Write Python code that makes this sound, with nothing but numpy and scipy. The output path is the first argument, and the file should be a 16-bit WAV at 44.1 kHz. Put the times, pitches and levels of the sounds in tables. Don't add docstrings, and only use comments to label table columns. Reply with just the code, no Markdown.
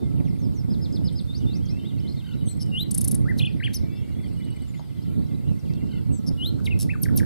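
import sys
import numpy as np
from scipy import signal
from scipy.fft import rfft, irfft
from scipy.io import wavfile
from scipy.ndimage import uniform_filter1d

SR = 44100
rng = np.random.default_rng(int(sys.argv[2]) if len(sys.argv) > 2 else 0)


def magnitude_from_level(level_db):
    exponent = np.asarray(level_db, float) / 20
    return 10 ** exponent


def materialize(psi):
    bounded = np.clip(np.atleast_2d(psi).T, -1, 1)
    quanta = np.round(bounded * 32767).astype(np.int16)
    wavfile.write(sys.argv[1], SR, quanta)


N = 319725


def rms_one(x):
    return x / np.sqrt(np.mean(x ** 2) + 1e-20)


def at_hz(points, hz, column=1):
    points = np.array(points)
    return np.interp(np.log(hz + 1), np.log(points[:, 0]), points[:, column])


def drift(rate_hz):
    pole = np.exp(-40 * np.pi * rate_hz / SR)
    slow = signal.lfilter([1], [1, -2 * pole, pole * pole], rng.standard_normal(N // 20 + 4002))[4000:]
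    return np.interp(np.arange(N) / 20, np.arange(len(slow)), rms_one(slow))


def band(x, low_hz, high_hz):
    return signal.sosfilt(signal.butter(2, [low_hz, min(high_hz, .45 * SR)], "band", fs=SR, output="sos"), x)


def bands(spectrum, low_hz, count, flicker):
    edges_hz = low_hz * 2 ** (np.arange(count + 1) / 3)
    white = rng.standard_normal((2, 2, N))
    out = np.zeros((2, N))
    for k, (low, high) in enumerate(zip(edges_hz, edges_hz[1:])):
        level_db = at_hz(spectrum, low * 1.148) + flicker(low)
        out += magnitude_from_level(level_db) * band(white[k % 2], low, high)
    return rms_one(out)


def add(out, start_s, sound):
    i = max(int(round(start_s * SR)), 0)
    out[i:i + len(sound)] += sound[:N - i]


# time_s, level_db
GUST = [(0, -32.5), (.36, -36), (.9, -34.5), (1.2, -38), (1.46, -33.5), (1.9, -40), (2.75, -38),
        (3.01, -38), (3.15, -28.5), (3.74, -39.5), (4.0, -39), (4.51, -38.5), (4.78, -44.5), (5.2, -36),
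        (6.0, -37), (6.9, -35.5), (7.25, -32.5)]
# time_s, gain_db
BUFFETS = [(.76, 3.5), (1.01, 4.5), (1.44, 5), (1.88, -3), (2.17, 5), (3.14, -0.5), (2.44, 5), (3.836, 8),
           (5.198, 4), (5.36, -1.5), (5.497, 4.5), (5.606, -8), (6.115, 6.5), (6.222, -7), (6.31, 6),
           (6.39, -8), (7.15, 2)]
BUFFET_S = 0.036
# freq_hz, density_db_per_hz
WIND = [(12, -52), (20, -39), (79, -1), (144, 0.5), (256, -8), (743, -52), (1300, -106), (1690, -82),
        (2860, -120)]


def wind():
    t = np.arange(N) / SR
    gust_db = np.interp(t, *np.transpose(GUST))
    for s, db in BUFFETS:
        gust_db += db * np.exp(-((t - s) / BUFFET_S) ** 2)
    lumps = .5 * drift(4.1) + 0.77 * drift(39.0)

    def flicker_db(hz):
        return lumps * (0.54 + 0.71 * np.log2(hz / 22)) + 2.03 * drift(18.0)

    push, own = bands(WIND, 21.69, count=18, flicker=flicker_db)
    left = -magnitude_from_level(9.0) * np.pad(push, (2, 0))[:N]
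    left += magnitude_from_level(0.5) * own + magnitude_from_level(9.0) * band(own, 344.0, 1035.0)
    return magnitude_from_level(gust_db) * np.array([left, magnitude_from_level(14.0) * push])


# freq_hz, density_db_per_hz
AIR = [(410, -29), (700, -2), (1190, -3), (1320, 3.5), (1690, -15.5), (2080, -10), (2590, -11),
       (4470, -5.5), (5790, -15.5), (7400, -14), (8000, -11.5), (15500, -15)]
AIR_DB = -59.5


def air():
    hiss = bands(AIR, 630.5, count=14, flicker=lambda hz: 1.0 * drift(4.3))
    return magnitude_from_level(AIR_DB) * hiss * magnitude_from_level(np.array([[1.6], [-1.6]]))


# freq_hz, gain_db
BEAK = [(5000, -54), (7300, -34), (8200, -25), (10000, -6.5), (12000, 2), (14000, -22), (16500, -40),
        (19000, -120)]


def whistle(hz, db, fade_s, overtones=()):
    phase = 2 * np.pi * np.cumsum(hz) / SR
    octaves = np.maximum(np.log2(hz / 2000), 0)
    tone = np.sin(phase)
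    for k, over_db, slope_db in overtones:
        gain_db = over_db + slope_db * octaves + at_hz(BEAK, k * hz)
        tone = tone + magnitude_from_level(gain_db) * np.sin(k * phase)
    age_s = np.arange(len(hz)) / SR
    fade = np.clip(np.minimum(age_s, age_s[::-1]) / fade_s, 0, 1) ** 2
    return np.sqrt(2) * magnitude_from_level(db) * tone * fade


def note(rows, fade_s, overtones=()):
    s, hz, db = np.transpose(rows)
    t = np.arange(s[0] - fade_s / 2, s[-1] + fade_s / 2, 1 / SR)
    size = len(t) // (2 * len(s)) + 1
    track_hz = uniform_filter1d(np.interp(t, s, hz), size, mode="nearest")
    return whistle(track_hz, np.interp(t, s, db), fade_s, overtones)


def repeat(shape, rows, fade_s, overtones=()):
    out = np.zeros(N)
    for s, db, pitch in rows:
        sung = np.array(shape) * [1, pitch, 1] + [0, 0, db]
        add(out, s - fade_s / 2, note(sung, fade_s, overtones))
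    return out


def warble(db, slope_db, turns, fade_s, overtones=()):
    s, hz = np.transpose(turns)
    place = np.interp(np.arange(s[0], s[-1], 1 / SR), s, np.arange(len(s)))
    eased = np.floor(place) + (1 - np.cos(np.pi * (place % 1))) / 2
    track_hz = np.interp(eased, np.arange(len(s)), hz)
    out = np.zeros(N)
    add(out, s[0], whistle(track_hz, db + slope_db * np.log2(track_hz / 3000), fade_s, overtones))
    return out


def shaken(hz, rate_hz, db, swing, lead_rad, dip_db, overtones):
    turn = 2 * np.pi * rate_hz * np.arange(len(hz)) / SR
    swell_db = -14. * np.clip(1 - turn / (4 * np.pi), 0, 1)
    level_db = db + swell_db - dip_db * (1 + np.cos(turn)) / 2
    return whistle(hz * (1 - swing * np.cos(turn + lead_rad)), level_db, 0.0025, overtones)


# time_s, level_db
CRICKET = [
    (0, -73.5),
    (3.6, -64.5),
    (5.5, -69),
    (7.25, -76),
]
# start_s, peak_db
CHIRPS = [(0.4253, -74), (0.5684, -59), (0.6293, -55), (0.7116, -73), (0.787, -63), (0.8997, -57),
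          (1.0159, -70), (1.0868, -69), (1.2728, -70), (1.3442, -68), (1.4075, -64), (1.4769, -62),
          (1.5477, -51), (1.6201, -60), (1.6899, -52), (1.7627, -54), (1.8416, -53), (1.9638, -52),
          (2.0446, -49), (2.1374, -51), (2.2142, -56), (2.2865, -55), (2.3659, -56), (2.4407, -62),
          (3.8218, -53), (3.935, -60), (4.0278, -53), (4.1146, -51), (4.1715, -58), (4.2304, -48),
               (4.3496, -58), (4.4045, -54), (4.4908, -65), (4.5481, -53), (4.621, -61), (4.7362, -47),
               (4.813, -63), (4.8884, -59), (5.0565, -66), (5.1263, -69), (5.1987, -65), (5.3044, -58),
               (5.4147, -55), (5.5743, -52), (5.6965, -53), (5.8108, -48), (5.928, -46), (6.0667, -68)]
# time_s, pitch_hz, level_db
CHIRP = [(0, 2228, -8), (.012, 2080, -11.5), (.032, 2040, -20)]


def insects():
    beat = np.cos(2 * np.pi * np.cumsum(13.0 + 1.82 * drift(1.0)) / SR)
    cricket_db = np.interp(np.arange(N) / SR, *np.transpose(CRICKET))
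    throb = rms_one(band(rng.standard_normal(N), 1888.0, 2224.0)) * magnitude_from_level(cricket_db - 4.5 + 7.9 * beat)
    chirps = repeat(CHIRP, [(s, db, 1) for s, db in CHIRPS], .008)
    whine = rms_one(band(rng.standard_normal(N), 7740., 7900.)) * magnitude_from_level(-79.0)
    return throb + chirps + whine


# start_s, length_s, from_hz, to_hz, level_db
FALLS = [(.112, 0.021, 3300, 1890, -64), (0.186, 0.027, 3350, 1740, -63), (0.243, .02, 4080, 3000, -67),
         (0.262, 0.028, 3400, 1770, -60.5), (0.344, 0.027, 3400, 1740, -64), (1.377, 0.08, 4260, 2680, -66),
         (1.655, 0.014, 7000, 4150, -56), (2.452, 0.087, 6250, 5700, -70), (2.48, 0.061, 12300, 11500, -69),
         (4.678, 0.036, 7430, 6900, -68.5), (4.741, 0.062, 7170, 6500, -71.5),
         (4.88, 0.056, 3720, 2460, -68), (5.505, 0.035, 2810, 2470, -64.5), (5.59, 0.0159, 6300, 5100, -63),
         (6.127, 0.068, 6630, 5700, -66)]
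CLIMBS = [(1.03, 0.13, 2890, 3190, -72), (2.12, 0.01, 3980, 5500, -52.5), (2.32, 0.027, 3360, 4200, -60.5),
          (3.95, .07, 5080, 5440, -73), (4.42, 0.045, 3230, 4660, -64.5), (4.585, 0.06, 3140, 4990, -64),
          (4.04, .022, 3480, 4900, -75), (4.152, .015, 3660, 4740, -74), (5.262, .014, 4670, 6060, -69)]
HELD = [(0., 0.059, 3630, 3550, -68), (.03, 0.07, 2150, 2050, -72), (.07, 0.11, 1330, 1290, -76),
        (1.785, 0.11, 3620, 3780, -66), (2.16, 0.1, 3660, 3720, -62), (4.08, 0.083, 2800, 2880, -67),
        (5.457, 0.054, 2850, 2860, -65.5), (5.765, 0.13, 2780, 2800, -67), (6.16, 0.26, 1290, 1370, -78),
        (6.445, .095, 1365, 1385, -76), (5.04, .15, 1350, 1390, -79), (5.275, .12, 2110, 2040, -73),
        (4.9, .09, 2060, 2050, -73)]
GLIDE_DB_PER_OCTAVE = 10


def far_glides():
    out = np.zeros(N)
    for s, length_s, *ends_hz, db in FALLS + CLIMBS + HELD:
        ends_db = db - GLIDE_DB_PER_OCTAVE * np.log2(np.array(ends_hz) / min(ends_hz))
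        rows = np.transpose([(0, length_s), ends_hz, ends_db])
        add(out, s - .004, note(rows, 0.00626 + 0.028 * length_s))
    return out


def hedge_chorus():
    out = np.zeros(N)
    for when, pitch, bend, span, loud in rng.random((700, 5)):
        hz = 2400 * 2 ** pitch
        db = -81 + 4 * loud + 4.5 * (.52 < when < .83)
        rows = [(0, hz, db), (0.0098 + 0.0217 * span, hz * 2 ** (.7 * bend - .35), db)]
        add(out, when * (N / SR - .1), note(rows, 0.00915))
    return out


# [(time_s, pitch_hz)]
CURLS = [(-69, [(.15, 2980), (.172, 3030), (.192, 2350)]), (-77, [(.25, 3400), (.275, 2570)]),
         (-73, [(.27, 2170), (.355, 2060)]), (-77.5, [(.37, 3480), (.41, 3580), (.45, 3500)]),
         (-76, [(.472, 3500), (.492, 3560)]), (-74, [(1.21, 3600), (1.252, 4580)]),
         (-67, [(1.39, 2960), (1.432, 2890)]), (-64, [(1.495, 3820), (1.516, 4110), (1.542, 3130)]),
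         (-71, [(1.61, 4850), (1.645, 4280)]), (-56, [(1.682, 4180), (1.697, 5070), (1.724, 5780)]),
         (-64, [(1.98, 4080), (2.01, 5500)]), (-69, [(1.998, 3200), (2.045, 4520)]),
         (-66, [(2.083, 4950), (2.105, 5420)]), (-63, [(2.095, 4760), (2.115, 4850)]),
         (-76, [(2.29, 4500), (2.36, 4330)]), (-69.5, [(2.36, 3950), (2.43, 3820)]),
         (-70, [(2.69, 3720), (2.75, 3850)]), (-69, [(3.465, 4230), (3.51, 4970), (3.545, 3480)]),
         (-65.5, [(3.6, 3870), (3.652, 4630), (3.685, 3440)]), (-64, [(3.76, 3700), (3.795, 4500)]),
         (-68, [(3.808, 4200), (3.835, 3530)]),
         (-72.5, [(3.825, 2300), (3.97, 2270), (3.998, 2210), (4.04, 2265), (4.112, 2270)]),
              (-70.5, [(3.892, 2540), (3.935, 2690), (4.03, 2740)]), (-68.5, [(3.915, 4850), (3.95, 4920)]),
              (-74, [(4.232, 4430), (4.272, 4600)]), (-80, [(4.285, 4100), (4.33, 4200), (4.4, 5220)]),
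              (-65.5, [(4.365, 2930), (4.42, 2970), (4.51, 2905), (4.55, 3000), (4.665, 2950)]),
              (-67.5, [(4.735, 2750), (4.785, 3600), (4.81, 5330)]), (-76, [(4.82, 3350), (4.885, 3010)]),
              (-74, [(4.945, 3270), (4.962, 3720), (4.982, 3150)]), (-73, [(5.022, 3150), (5.065, 3760),
              (5.092, 4350)]), (-74, [(5.05, 3070), (5.138, 3040)]), (-68, [(5.015, 4700), (5.04, 5500)]),
              (-72, [(5.148, 3770), (5.172, 3430)]), (-70, [(5.175, 3870), (5.2, 4500)]),
              (-78, [(5.258, 3270), (5.322, 3560)]), (-74, [(5.22, 3950), (5.29, 3930)]),
              (-63, [(5.34, 3850), (5.362, 3970)]), (-68, [(5.478, 4000), (5.502, 4000)]),
              (-65, [(5.645, 4160), (5.663, 2830), (5.685, 2380)]), (-72, [(5.697, 2520), (5.748, 2730)]),
              (-67, [(5.91, 4500), (5.932, 3600)]), (-70, [(5.945, 2110), (6.002, 1920)]),
              (-70, [(5.96, 3570), (5.99, 3350), (6.012, 3430)]), (-79, [(6.015, 2230), (6.1, 2320)]),
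              (-74, [(6.098, 2660), (6.145, 2960)]),
         (-71, [(3.9, 3400), (3.96, 3520), (4.055, 2850)]),
    (-69, [(4.145, 3290), (4.21, 3450), (4.3, 2880)]),
    (-62, [(2.165, 4400), (2.235, 2600)]),
]


def hedge_curls():
    return sum(warble(db, 0, turns, 0.0059) for db, turns in CURLS)


# start_s, peak_db, centre_hz
TICKS = [
    (0.202, -42, 766),
    (.925, -40, 7040),
    (1.017, -43.5, 640),
    (2.663, -40, 9500),
    (6.525, -55, 5030),
    (4.796, -39, 870),
    (5.737, -37.5, 4500),
]


def twigs():
    out = np.zeros(N)
    for s, db, hz in TICKS:
        tick = band(np.eye(1, 600)[0], hz / 1.39, hz * 1.17)
        add(out, s, magnitude_from_level(db) * tick / np.abs(tick).max())
    return out


# start_s, level_db, pitch_scale
SLIDE = [(0, 6999, -13), (.03, 5768, -5), (.06, 5248, 2.5), (.082, 4495, -8)]
SLIDES = [
    (0.236, -71, 1),
    (0.388, -62.5, .99),
    (0.541, -59.5, 1.007),
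]
LIFT = [(0, 3570, -4), (.05, 3650, -2), (.064, 4040, -1), (.08, 4650, 1), (.096, 5330, -1.5),
        (.116, 6300, -12)]
LIFTS = [
    (1.275, -53, 1.),
    (1.462, -54, 1),
]
STEP = [(0, 3140, -9), (.067, 3180, -9), (.082, 4530, 0), (.11, 4310, -3)]
STEPS = [
    (2.001, -52, 0.96),
    (2.409, -53, 0.95),
]
# [(time_s, pitch_hz)]
FAR_WARBLES = [
    (-67.5, -2, [(1.47, 2850), (1.585, 2540), (1.635, 3320), (1.668, 3180), (1.705, 4080), (1.735, 4180)]),
    (-71.5, -34, [(1.71, 2516), (1.8, 2765), (1.97, 2863), (1.995, 2540)]),
    (-62, 23, [(1.79, 3070), (1.835, 3037), (1.88, 3820), (1.925, 2920)]),
    (-64, 8, [(2.592, 5670), (2.616, 2975), (2.665, 3040), (2.7, 2750)]),
]


def far_songs():
    out = np.zeros(N)
    for shape, rows in [(SLIDE, SLIDES), (LIFT, LIFTS), (STEP, STEPS)]:
        out += repeat(shape, rows, 0.00723)
    for row in FAR_WARBLES:
        out += warble(*row, 0.0055)
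    return out


# time_s, pitch_hz, level_db
CROOK = [(0, 4955, -5.5), (.027, 5210, 2.5), (.039, 4400, 1), (.055, 3210, 0)]
# start_s, level_db
CROOKS = [
    (0.7, -59),
    (0.81, -55.5),
    (0.923, -53.5),
    (1.041, -54),
    (1.152, -54),
]


def far_crooks():
    out = np.zeros(N)
    for s, db in CROOKS:
        add(out, s - .004, note(np.array(CROOK) + [0, 0, db], 0.0079))
    return out


# start_s, count, gap_s, first_hz, peak_db
CHIPS = [
    (.96, 4, .084, 8950, -45),
    (2.5094, 3, .0605, 8500, -42),
    (4.2163, 8, .0578, 8750, -50),
]
CHIP_SAG_HZ, CHIP_SWELL_DB = 66.4, 0.93


def far_chips():
    out = np.zeros(N)
    for s, count, gap_s, first_hz, first_db in CHIPS:
        for k in range(int(count)):
            hz = first_hz - k * CHIP_SAG_HZ
            db = first_db + k * CHIP_SWELL_DB
            chip = note([(0, hz * 1.022, db - 16), (.009, hz * 0.93, db - 25.5)], 0.00083)
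            add(out, s + k * gap_s - .002, chip)
    return out


# start_s, length_s, rolls_hz, level_db, second_overtone_db
CHURRS = [
    (2.232, 0.124, 41, -66.5, 62.5),
    (5.877, 0.118, 42, -68, 63.5),
]
CHURR_HZ = 1520


def far_churrs():
    out = np.zeros(N)
    for s, length_s, rate_hz, db, second_db in CHURRS:
        hz = np.linspace(CHURR_HZ, .91 * CHURR_HZ, int(length_s * SR))
        overtones = [(2, second_db + 1.5, 0), (3, second_db - 10.0, 0)]
        add(out, s, shaken(hz, rate_hz, db + 0.5, 0.053, -0.76, 12.0, overtones))
    return out


# start_s, peak_db
HOOKS = [
    (4.1894, -69),
    (4.2303, -73),
    (4.262, -70),
    (4.398, -66.5),
    (4.562, -67.5),
    (4.7361, -68.5),
    (5.69, -72),
    (5.803, -73),
]


def far_hooks():
    out = np.zeros(N)
    for s, db in HOOKS:
        add(out, s, note([(0, 2508, db + 6), (.013, 1918, db + 2.5), (.03, 2450, db - 9)], 0.004))
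    return out


def far_birds():
    calls = far_glides() + hedge_chorus() + hedge_curls() + far_songs()
    calls += far_crooks() + far_chips() + far_churrs() + far_hooks()
    return calls * magnitude_from_level(2.2 * drift(45))


# multiple, level_db, slope_db_per_octave above 2 kHz
OVERTONES = [(2, -4, 2.5), (3, -26, 13), (4, -35, 0)]
# start_s, peak_db, pitch_scale
THIN = [(0, 8900, -12), (.012, 8310, -4), (.038, 8170, 0), (.076, 7750, -10)]
THINS = [
    (2.4586, -42.5, 0.99),
    (6.116, -50, 0.96),
]
RISE = [(0, 2844, -23.5), (.028, 2770, -7), (.056, 2930, -1), (.096, 3920, -2.5), (.112, 4090, -4.5),
        (.12, 3960, -7)]
RISES = [
    (2.716, -28, 0.999),
    (6.375, -30, 1.032),
]
SNAP = [(0, 4060, -9), (.002, 4940, -6.5), (.0035, 5800, 7)]
SNAPS = [
    (3.385, -34.5, 1.02),
    (6.6546, -35, 0.89),
]
WHIP = [(0, 11570, -19), (.004, 12950, -10), (.009, 13450, -5), (.013, 12800, -4), (.0165, 10400, -2),
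        (.02, 7700, -9)]
WHIPS = [
    (7.0169, -22, 1.002),
    (7.1586, -20.5, 1.018),
]
FLICK = [(0, 6560, -0.5), (.0035, 4300, -3)]
# after_whip_s, under_whip_db, pitch_scale
FLICKS = [
    (0.0161, -10, 0.99),
    (0.0204, -12.5, 0.94),
]
DROP = [(0, 2300, -1), (.003, 1900, -7), (.008, 1590, -6.5), (.014, 1445, -11)]
DROPS = [
    (7.055, -33, 1.01),
    (7.0858, -37, 0.94),
    (7.198, -32.5, 1.04),
]


def syllables():
    out = np.zeros(N)
    flicks = []
    for s, db, _ in WHIPS:
        flicks += [(s + after_s, db + under_db, pitch) for after_s, under_db, pitch in FLICKS]
    sung = [(THIN, THINS), (RISE, RISES), (SNAP, SNAPS), (WHIP, WHIPS), (FLICK, flicks), (DROP, DROPS)]
    for shape, rows in sung:
        out += repeat(shape, rows, 0.0024, OVERTONES)
    return out


# start_s, length_s, start_hz, end_hz, shakes_hz, level_db
BUZZES = [
    (2.601, 0.0334, 5500, 5320, 147, -35),
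    (6.2622, 0.032, 5600, 5220, 159, -35),
    (6.5816, 0.0257, 1520, 1500, 122, -46.5),
    (6.7865, .05, 5790, 5380, 104., -35),
]
SMOOTH_SHAKES_HZ, DIP_DB_PER_HZ = 199.6, 0.2438


def buzzes():
    buzz, hoarse = np.zeros((2, N))
    for s, length_s, hz, end_hz, rate_hz, db in BUZZES:
        dip_db = DIP_DB_PER_HZ * (SMOOTH_SHAKES_HZ - rate_hz)
        falling_hz = np.linspace(hz, end_hz, int(length_s * SR))
        overtones = [(1.5, 3.0 * dip_db - 60, 0), (2, 1.15 * dip_db - 18, 0.0058)]
        sound = shaken(falling_hz, rate_hz, db, 0.06, 3.44, dip_db, overtones)
        add(buzz, s, sound)
        add(hoarse, s, 0.055 * max(dip_db - 12.0, 0) * sound)
    return buzz, hoarse


# time_s from its loudest onset, pitch_hz, level_db
SWEEP = [(-.0035, 4340, -29.5), (0., 7540, -28.5), (.0012, 8770, -15.5), (.0035, 10100, -9),
         (.007, 11470, -15)]
# start_s, peak_db, pitch_scale
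TRILL = [
    (2.9107, -16, 0.89),
    (2.9454, -11.5, 0.97),
    (2.979, -10.5, 1),
    (3.0114, -11, 1.01),
    (3.0444, -11.5, 1.03),
    (3.079, -10.5, 1.014),
    (3.1137, -12, 1.03),
    (3.147, -14.5, 0.97),
]
STRETCH_PER_SAG = 1.5


def trill_sweeps():
    out = np.zeros(N)
    for s, db, scale in TRILL:
        stretch = 1 + STRETCH_PER_SAG * (1 - scale)
        rows = np.array(SWEEP) * [stretch, scale, 1] + [0, 0, db]
        add(out, s + SWEEP[0][0], note(rows, 0.00139, [(2, 11.5, 0)]))
    return out


# [(time_s, pitch_hz)]
PRESSED_ARCH = (-22.5, 24, [(3.246, 1076), (3.268, 1424), (3.298, 2045), (3.333, 1380)])
WARBLES = [
    (-33, 8, [(3.3865, 3490), (3.392, 4240), (3.4053, 2414), (3.4252, 3476), (3.4415, 2540), (3.4586, 3514), (3.4775, 2430), (3.488, 2830)]),
    (-31, 14, [(3.596, 2306), (3.613, 1523), (3.651, 3297), (3.69, 1520)]),
    (-36.5, 1, [(3.737, 3120), (3.748, 6220), (3.764, 5260), (3.779, 4780)]),
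    (-44, 1.5, [(3.741, 4420), (3.747, 5700), (3.756, 4750)]),
    (-35, -1.5, [(6.6565, 3240), (6.661, 3950), (6.678, 2115), (6.69, 2170)]),
    (-37.5, -15, [(6.704, 2820), (6.738, 2490)]),
    (-33.5, 2.5, [(6.889, 1900), (6.911, 2678), (6.924, 2370)]),
    (-35, 2, [(7.227, 1930), (7.239, 1360)]),
    (-37, 8, [(6.931, 1860), (6.95, 1490), (6.963, 1010)]),
]
WARBLE_FADE_S = 0.0059
# multiple, level_db, slope_db_per_octave above 2 kHz
PRESSED_OVERTONES = [(5, -20, -60.), (6, -26, -60.)]


def warbles():
    arch = warble(*PRESSED_ARCH, 0.01, OVERTONES + PRESSED_OVERTONES)
    return arch + sum(warble(*row, WARBLE_FADE_S, OVERTONES) for row in WARBLES)


# start_s, rise_s, level_db
BROAD_BURSTS = [
    (3.371, 0.015, -45),
    (3.73, 0.01, -40),
    (6.638, 0.016, -48),
    (6.787, 0.023, -41),
    (7.028, 0.011, -41),
    (7.153, 0.01, -50),
    (7.171, 0.011, -35),
]
TRILL_NOISE_DB, TRILL_NOISE_S = -32, 0.0081


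def burst_gate():
    gate = np.zeros(N)
    bursts = [(s + SWEEP[0][0], TRILL_NOISE_S, db + TRILL_NOISE_DB) for s, db, _ in TRILL]
    for s, rise_s, db in BROAD_BURSTS + bursts:
        rises = np.arange(SR // 8) / (rise_s * SR)
        add(gate, s, magnitude_from_level(db) * (rises * np.exp(1 - rises)) ** 2)
    return gate


def nightingale():
    raw_noise = rng.standard_normal((3, N))
    fine = rms_one(band(raw_noise[0], 60., 1100.0))
    wide = rms_one(band(raw_noise[1], 300., 3430.0))
    burst_noise = band(raw_noise[2], 8700.0, 12100.0) + 0.74 * band(raw_noise[2], 3500.0, 6460.0)
    burst_noise += 0.027 * band(raw_noise[2], 2500., 15000.)
    clean = (syllables() + warbles()) * (1 + 0.0099 * fine)
    buzz, hoarse = buzzes()
    rough_buzz = buzz * (1 + .17 * fine) + band(hoarse * wide, 3200, 15000)
    rough_trill = trill_sweeps() * (1 + 0.23 * fine + 0.11 * wide)
    return clean + rough_trill + rough_buzz + burst_gate() * rms_one(burst_noise)


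# freq_hz, left_minus_right_db, left_lead_rad
PORTS = [(417, 41, -5), (1350, 12.5, -0.2), (2810, 6, -1.3), (4500, 5, 0.5), (7700, 12, 1.1),
         (12600, 1.3, 0.76)]


def ports(x, spread):
    hz = np.fft.rfftfreq(N, 1 / SR)
    left = magnitude_from_level(at_hz(PORTS, hz) * spread) * np.exp(1j * at_hz(PORTS, hz, column=2))
    return np.array([irfft(rfft(x) * left, N), x]) * magnitude_from_level(-5 * spread)


def echoes(x, near_db, near_s, far_db, far_s):
    age_s = np.arange(SR // 2) / SR
    shared, own = rng.standard_normal(len(age_s)), rng.standard_normal((2, len(age_s)))
    noise = (shared + 1.05 * own) * (age_s > .001)
    dull = signal.lfilter([.3], [1, -.7], noise)
    tail = noise * magnitude_from_level(near_db - 60 * age_s / near_s) + dull * magnitude_from_level(far_db - 60 * age_s / far_s)
    return x + signal.fftconvolve(x, tail, axes=1)[:, :N]


def scene():
    near = echoes(ports(nightingale(), spread=0.6), -28.5, 0.012, -39.5, 0.28)
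    distant = far_birds() * magnitude_from_level(5.5) + insects() + twigs()
    far = echoes(ports(distant, spread=0.44), -34.5, 0.078, -40.5, 0.5)
    return near + far + wind() + air()


def drop_quiet_bands(x):
    hz, _, z = signal.stft(x, SR, nperseg=1024)
    strips = z[:, :504].reshape(2, 126, 4, -1)
    strip_hz = hz[2:504:4]
    power = uniform_filter1d((np.abs(strips) ** 2).sum(axis=(0, 2)), size=5, axis=1)
    share = .54 + .24 * np.exp(-((strip_hz - 6600) / 1000) ** 2)
    local = .9 * uniform_filter1d(power, size=30, axis=1)
    usual = np.minimum(np.median(power, axis=1, keepdims=True), local)
    weak = (power < share[:, None] * usual) & (strip_hz[:, None] > 4700)
    loudest = power[10:].max(axis=0)
    shaded = (strip_hz[:, None] > 14000) | (np.abs(strip_hz[:, None] - 5900) < 1200)
    weak |= shaded & (power < loudest * magnitude_from_level(-102))
    z[:, :504] = (strips * np.where(weak, .05, 1)[None, :, None]).reshape(2, 504, -1)
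    return signal.istft(z, SR, nperseg=1024)[1][:, :N]


def roll_off(x):
    return signal.sosfilt(signal.butter(12, 15710, fs=SR, output="sos"), x)


def record(dry):
    cut = signal.sosfilt(signal.cheby2(10, 50, 16200, fs=SR, output="sos"), dry)
    return roll_off(drop_quiet_bands(cut))


dry = scene()
out = record(dry)
materialize(out)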